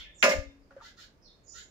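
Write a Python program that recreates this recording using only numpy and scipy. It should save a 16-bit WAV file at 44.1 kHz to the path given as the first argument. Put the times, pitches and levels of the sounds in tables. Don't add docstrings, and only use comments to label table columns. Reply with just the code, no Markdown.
import sys
import numpy as np
from scipy import signal
from scipy.fft import rfft, irfft
from scipy.io import wavfile
from scipy.ndimage import uniform_filter1d, map_coordinates

SR = 44100
rng = np.random.default_rng(int(sys.argv[2]) if len(sys.argv) > 2 else 0)


def materialize(psi):
    bounded = np.clip(np.atleast_2d(psi).T, -1, 1)
    quanta = np.round(bounded * 32767).astype(np.int16)
    wavfile.write(sys.argv[1], SR, quanta)


N = 74970
STRIKE_S = .2266


def undb(db):
    return 10 ** (np.asarray(db) / 20)


def unit(x):
    return x / np.sqrt(np.mean(x ** 2) + 1e-20)


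def since(start=0):
    return np.maximum(np.arange(N) / SR - start, 0)


def fade(t, t60):
    return np.exp(-np.log(1000) * t / max(t60, 1e-3))


def colour(x, points, power=1):
    hz, db = np.array(points, float).T
    f = np.maximum(np.fft.rfftfreq(2 * N, 1 / SR), 1)
    gain = undb(np.interp(np.log(f), np.log(hz), db))
    cepstrum = irfft(power * np.log(gain))
    cepstrum[1:N] *= 2
    cepstrum[N + 1:] = 0
    return irfft(rfft(x, 2 * N) * np.exp(rfft(cepstrum)))[..., :N]


def noise(points):
    return unit(colour(rng.standard_normal((2, N)), points))


def wander(hz):
    size = max(int(SR / hz), 1)
    return unit(uniform_filter1d(uniform_filter1d(rng.standard_normal(N), size), size))


def ring(x, response):
    return signal.fftconvolve(np.atleast_2d(x), response, axes=-1)[:, :N]


def arch(start, length):
    progress = np.clip(since(start) / length, 0, 1)
    return progress, np.sqrt(np.abs(np.sin(np.pi * progress)))


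def bowl():
    # f/Hz, level/dB, t60/s, left minus right/dB
    mode_hz = [238, 278, 400, 538, 597, 642, 711, 1013, 1203, 1435, 1643, 1690, 1772, 1995, 2092, 2237,
               2290, 2505, 2568, 2776, 3195, 5250, 5944, 6305]
    mode_db = [-24.5, -38.5, -20, -13, -15, -16.5, -25.5, -19, -25.5, -16, -21.5, -27, -28.5, -26, -26,
               -23.5, -27.5, -22, -20, -26, -30.5, -44.5, -43, -39.5]
    mode_t60 = [0.33, 1, .25, .37, 0.41, .25, .3, .2, .33, .17, .24, .3, .38, .3, .35, .27, .35, .2, .2, .2,
                .18, .28, .24, .24]
    mode_pan = [0, 8, -3.5, 0.5, 1.5, -6, 2.5, 1, 0, 3.5, 11.5, -5.5, 0.5, -1.5, 0.5, 10, -1, 2.5, -3.5,
                -13, -1, -2.5, -8, -5.5]
    swell_s, swell_hz = .075, 550
    rest_s, choke_t60_s, choke_above_hz = .427, .14, 350
    t, out = since(STRIKE_S), 0
    for k, (hz, db, t60, pan_db) in enumerate(zip(mode_hz, mode_db, mode_t60, mode_pan)):
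        swell = 1 - np.exp(-t / (swell_s * min(swell_hz / hz, 1) ** 2))
        mode = (-1) ** k * np.sin(2 * np.pi * hz * t) * swell * fade(t, t60)
        if hz > choke_above_hz:
            mode = mode * fade(since(rest_s), choke_t60_s)
        out = out + mode * undb(db + np.array([[pan_db], [-pan_db]]) / 2)
    return out


def splatter():
    # t/s, level/dB, rise/s, t60/s, treble/dB
    splats = [(.2262, -26.5, .001, 0.16, -1), (.235, -21.5, .004, 0.22, 1), (.288, -38, 0.0043, 0.28, 12),
              (0.307, -28, 0.0051, 0.16, -6.5)]
    body_power, treble_power = 0, 0
    for start, db, rise, t60, treble_db in splats:
        t = since(start)
        burst = undb(db) * np.minimum(t / rise, 1) * fade(since(start + rise), t60)
        body_power += burst ** 2
        treble_power += (burst * undb(treble_db)) ** 2
    return squelch(np.sqrt(body_power)) + spray(np.sqrt(treble_power))


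def drops(per_s=3500, scatter_db=1):
    clicks = (rng.random(N) < per_s / SR) * rng.choice([-1, 1], N)
    return clicks * undb(scatter_db * rng.standard_normal(N))


def squelch(envelope, width=.91):
    # f/Hz, level/dB
    spectrum = [(60, -40.5), (130, -12.5), (200, -7), (330, -2.5), (580, -2), (820, 0.5), (1400, -2),
                (2600, -1.5), (3400, -11.5), (5000, -21.5), (15000, -58)]
    side = width * colour(drops(), [(500, -11.5), (1500, 1.5)]) * np.array([[1], [-1]])
    return unit(colour(drops() + side, spectrum)) * envelope


def thin_wall(low_hz=3080, high_hz=15050, count=130, t60=.05):
    t = since()[:N // 4]
    places = (np.arange(count) + rng.random(count)) / count
    pitches = low_hz + (high_hz - low_hz) * places
    modes = sum(np.sin(2 * np.pi * (hz * t + rng.random((2, 1)))) for hz in pitches)
    return unit(modes * fade(t, t60)) / np.sqrt(len(t))


def spray(envelope):
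    # f/Hz, level/dB
    spectrum = [(1500, -22), (3500, -5), (5300, 4.5), (7000, -2.5), (8500, -12), (11000, -17.5),
                (15000, -14)]
    # f/Hz, level/dB
    dulling = [(7500, -1.5), (9500, -5)]
    wall = thin_wall()
    droplets = undb(-10) * unit(colour(np.array([drops(), drops()]), spectrum)) * envelope
    fizz = droplets + undb(-3.5) * ring(droplets, wall)
    fresh = fade(since(.324), t60=.18)
    return fresh * fizz + (1 - fresh) * colour(fizz, dulling)


def slap():
    # f/Hz, level/dB
    spectrum = [(300, -32.5), (1000, -14.5), (1800, -5), (2600, 2.5), (3200, -11.5), (5000, -22.5),
                (8000, -35), (15000, -32)]
    t = since(STRIKE_S)
    return undb(-14.5) * noise(spectrum) * (t > 0) * fade(t, t60=.064)


def notes_and_throb():
    # t/s, f/Hz, level/dB, swell/s
    pulses = [(.236, 583, -23, .007), (.244, 230, -37, .005), (0.2534, 1300, -21.5, .004),
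              (.2615, 581.4, -18.5, 0.0025), (.2795, 576, -14.5, 0.0052), (0.285, 1685, -27.5, .012),
              (0.289, 199.8, -35, 0.012), (.312, 2113, -22, .01), (0.3172, 578, -31, 0.0077),
              (.3335, 557, -26, 0.0058), (.3495, 595, -26.5, 0.0043), (.35, 167, -46.5, 0.015),
              (.368, 570, -52, 0.0014)]
    out = 0
    for start, hz, db, swell in pulses:
        t = since(start)
        envelope = t / swell * np.exp((1 - (t / swell) ** 2) / 2)
        out += undb(db) * envelope * np.sin(2 * np.pi * hz * t)
    return out


def nudges():
    # t/s, level/dB, f/Hz, t60/s
    shifts = [(0.7075, -46.5, 1457, .03), (.709, -54.5, 550, 0.25), (0.7645, -37, 547, 0.098),
              (.779, -52.5, 1550, 0.1), (0.803, -47, 1353, .04), (0.81, -43, 1200, .045),
              (.818, -46.5, 906, 0.068)]
    # f/Hz, level/dB
    spectrum = [(150, -46), (400, -20), (550, -14), (720, 0), (950, -4), (1500, 1), (1800, -3.5),
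                (2200, -15), (5000, -23), (12000, -50)]
    notes, rustle_power = 0, 0
    loudest_db = max(row[1] for row in shifts)
    for start, db, hz, t60 in shifts:
        t = since(start)
        notes += undb(db) * np.sin(2 * np.pi * hz * t) * fade(t, t60) * (1 - np.exp(-t * hz))
        rustle_db = -59 + .16 * (db - loudest_db)
        rustle_power += (undb(rustle_db) * (t > 0) * fade(t, t60=.28)) ** 2
    return notes + np.sqrt(rustle_power) * noise(spectrum)


def puffs(right_db=-31):
    # t/s, level/dB, width/s, f/Hz
    swings = [(.008, -43, .01, 57.3), (0.058, -53.5, 0.036, 45), (0.366, -31, 0.013, 60),
              (0.391, -20.5, 0.0057, 62.6), (0.418, -31.5, 0.0053, 42), (0.477, -37.5, .011, 56.7),
              (0.609, -54.5, 0.02, 50.3), (1.588, -52, 0.029, 58.9)]
    t, air = since(), 0
    for at, db, width, hz in swings:
        envelope = np.exp(-((t - at) / width) ** 2 / 2)
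        air += undb(db) * envelope * np.sin(2 * np.pi * hz * (at - t))
    return air * undb([[0], [right_db]])


def chirps(waver_hz=697):
    # t/s, length/s, start f/Hz, end f/Hz, level/dB, waver/share of pitch
    whistles = [(-.03, 0.036, 3470, 3286, -32.5, 0.046), (0.012, 0.049, 3220, 1693, -51.5, 0.039),
                (0.037, 0.18, 3558, 3580, -67, 0.0049), (.045, 0.031, 1766, 1748, -53, 0.014),
                (.142, 0.055, 7180, 6560, -55.5, 0.051), (0.185, 0.041, 5840, 6020, -50, 0.027),
                (0.185, 0.045, 7030, 7060, -47.5, 0.0088), (0.424, 0.093, 3620, 3620, -70.5, 0.0062),
                (.61, 0.032, 5150, 4690, -73, 0.029), (1.216, 0.052, 5214, 5222, -57.5, 0.052),
                (1.242, 0.0338, 4450, 4165, -54.5, .03), (1.268, .04, 3810, 3570, -60, 0.0363),
                (1.433, .05, 7176, 6170, -60, .035), (1.464, 0.063, 5580, 5160, -55, 0.051),
                (1.484, 0.077, 6156, 5800, -52.5, 0.083), (1.475, 0.037, 6950, 6870, -48.5, .01),
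                (1.541, 0.054, 6980, 6850, -47.5, 0.028)]
    out = 0
    for start, length, from_hz, to_hz, db, waver in whistles:
        progress, swell = arch(start, length)
        hz = (from_hz + (to_hz - from_hz) * progress) * (1 + waver * wander(waver_hz))
        out += undb(db) * swell * np.sin(2 * np.pi * np.cumsum(hz) / SR)
    return out


def rasps(rise=.27):
    # t/s, length/s, level/dB
    calls = [(-.05, 0.061, -39), (0.806, 0.099, -54.5), (0.963, 0.0885, -52.5), (1.53, 0.096, -51.5)]
    # f/Hz, level/dB
    spectrum = [(800, -39.5), (1200, -27), (1450, -5), (2350, -15.5), (2900, -7), (3750, -2), (4500, -3.5),
                (5300, -5.5), (7000, -11.5), (8400, -28), (15000, -27.5)]
    # f/Hz, width/Hz, level/dB
    resonances = [(1500, 310, -3.5), (1987, 82, -7)]
    out, hiss = 0, noise(spectrum)[0]
    for start, length, db in calls:
        progress, swell = arch(start, length)
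        warped_t = np.cumsum(1 + rise * (progress - .5)) / SR
        throat = sum(undb(peak_db) * wander(width) * np.sin(2 * np.pi * hz * warped_t)
                     for hz, width, peak_db in resonances)
        out += undb(db) * swell ** 2 * (hiss + throat)
    return out


def yard(x, t60, build_s=.0023, treble_t60_share=.87):
    t = since()
    low = colour(rng.standard_normal((2, N)), [(4000, 0), (9000, -13.5)])
    high = colour(rng.standard_normal((2, N)), [(4000, -18.5), (9000, -3.5)])
    tail = low * fade(t, t60) + high * fade(t, t60 * treble_t60_share)
    build = 1 - np.exp(-t / build_s)
    return ring(x, unit(tail * build) / np.sqrt(N))


def hum(wide_hz=915):
    # f/Hz, level/dB
    spectrum = [(15, -35.5), (25, 2.5), (59, 0), (154, -7.5), (573, -12), (769, -20), (2180, -28),
                (3090, -33.5), (3630, -36.5), (4870, -33), (7280, -45), (8780, -46), (15000, -48.5)]
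    mid, side = noise(spectrum)
    side = colour(side, [(wide_hz / 2, -9.5), (wide_hz, 0)])
    return undb(-63) * (mid + side * np.array([[1], [-1]]))


def scene():
    # f/Hz, level/dB
    echo_colour = [(200, -0.5), (600, -6), (1200, -6.5), (2200, -3.5), (7000, -1), (9500, -14)]
    left_lag_s = .00013
    left, right = bowl() + splatter() + slap() + notes_and_throb()
    left = map_coordinates(left, [np.arange(N) - left_lag_s * SR])
    near = np.array([left, right]) + nudges()
    whistles, calls = chirps(), rasps()
    birds = undb(-11.5) * whistles + yard(whistles, t60=.4)
    birds += undb(-7) * calls + yard(calls, t60=.25)
    near_echo = undb(-12) * yard(colour(near, echo_colour), t60=.39)
    return near + near_echo + birds + puffs() + hum()


def record(dry, top_hz=15600):
    # f/Hz, left minus right/dB
    imbalance = [(100, -1), (2400, -0.5), (4400, -2.5), (5800, -12.5), (7100, -17.5), (8200, -5.5),
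                 (9500, 8.5), (12000, -2), (15000, -9)]
    heard = np.array([colour(dry[0], imbalance, power=.5), colour(dry[1], imbalance, power=-.5)])
    return signal.sosfilt(signal.ellip(10, .2, 80, top_hz, fs=SR, output="sos"), heard)


dry = scene()
out = record(dry)
materialize(out)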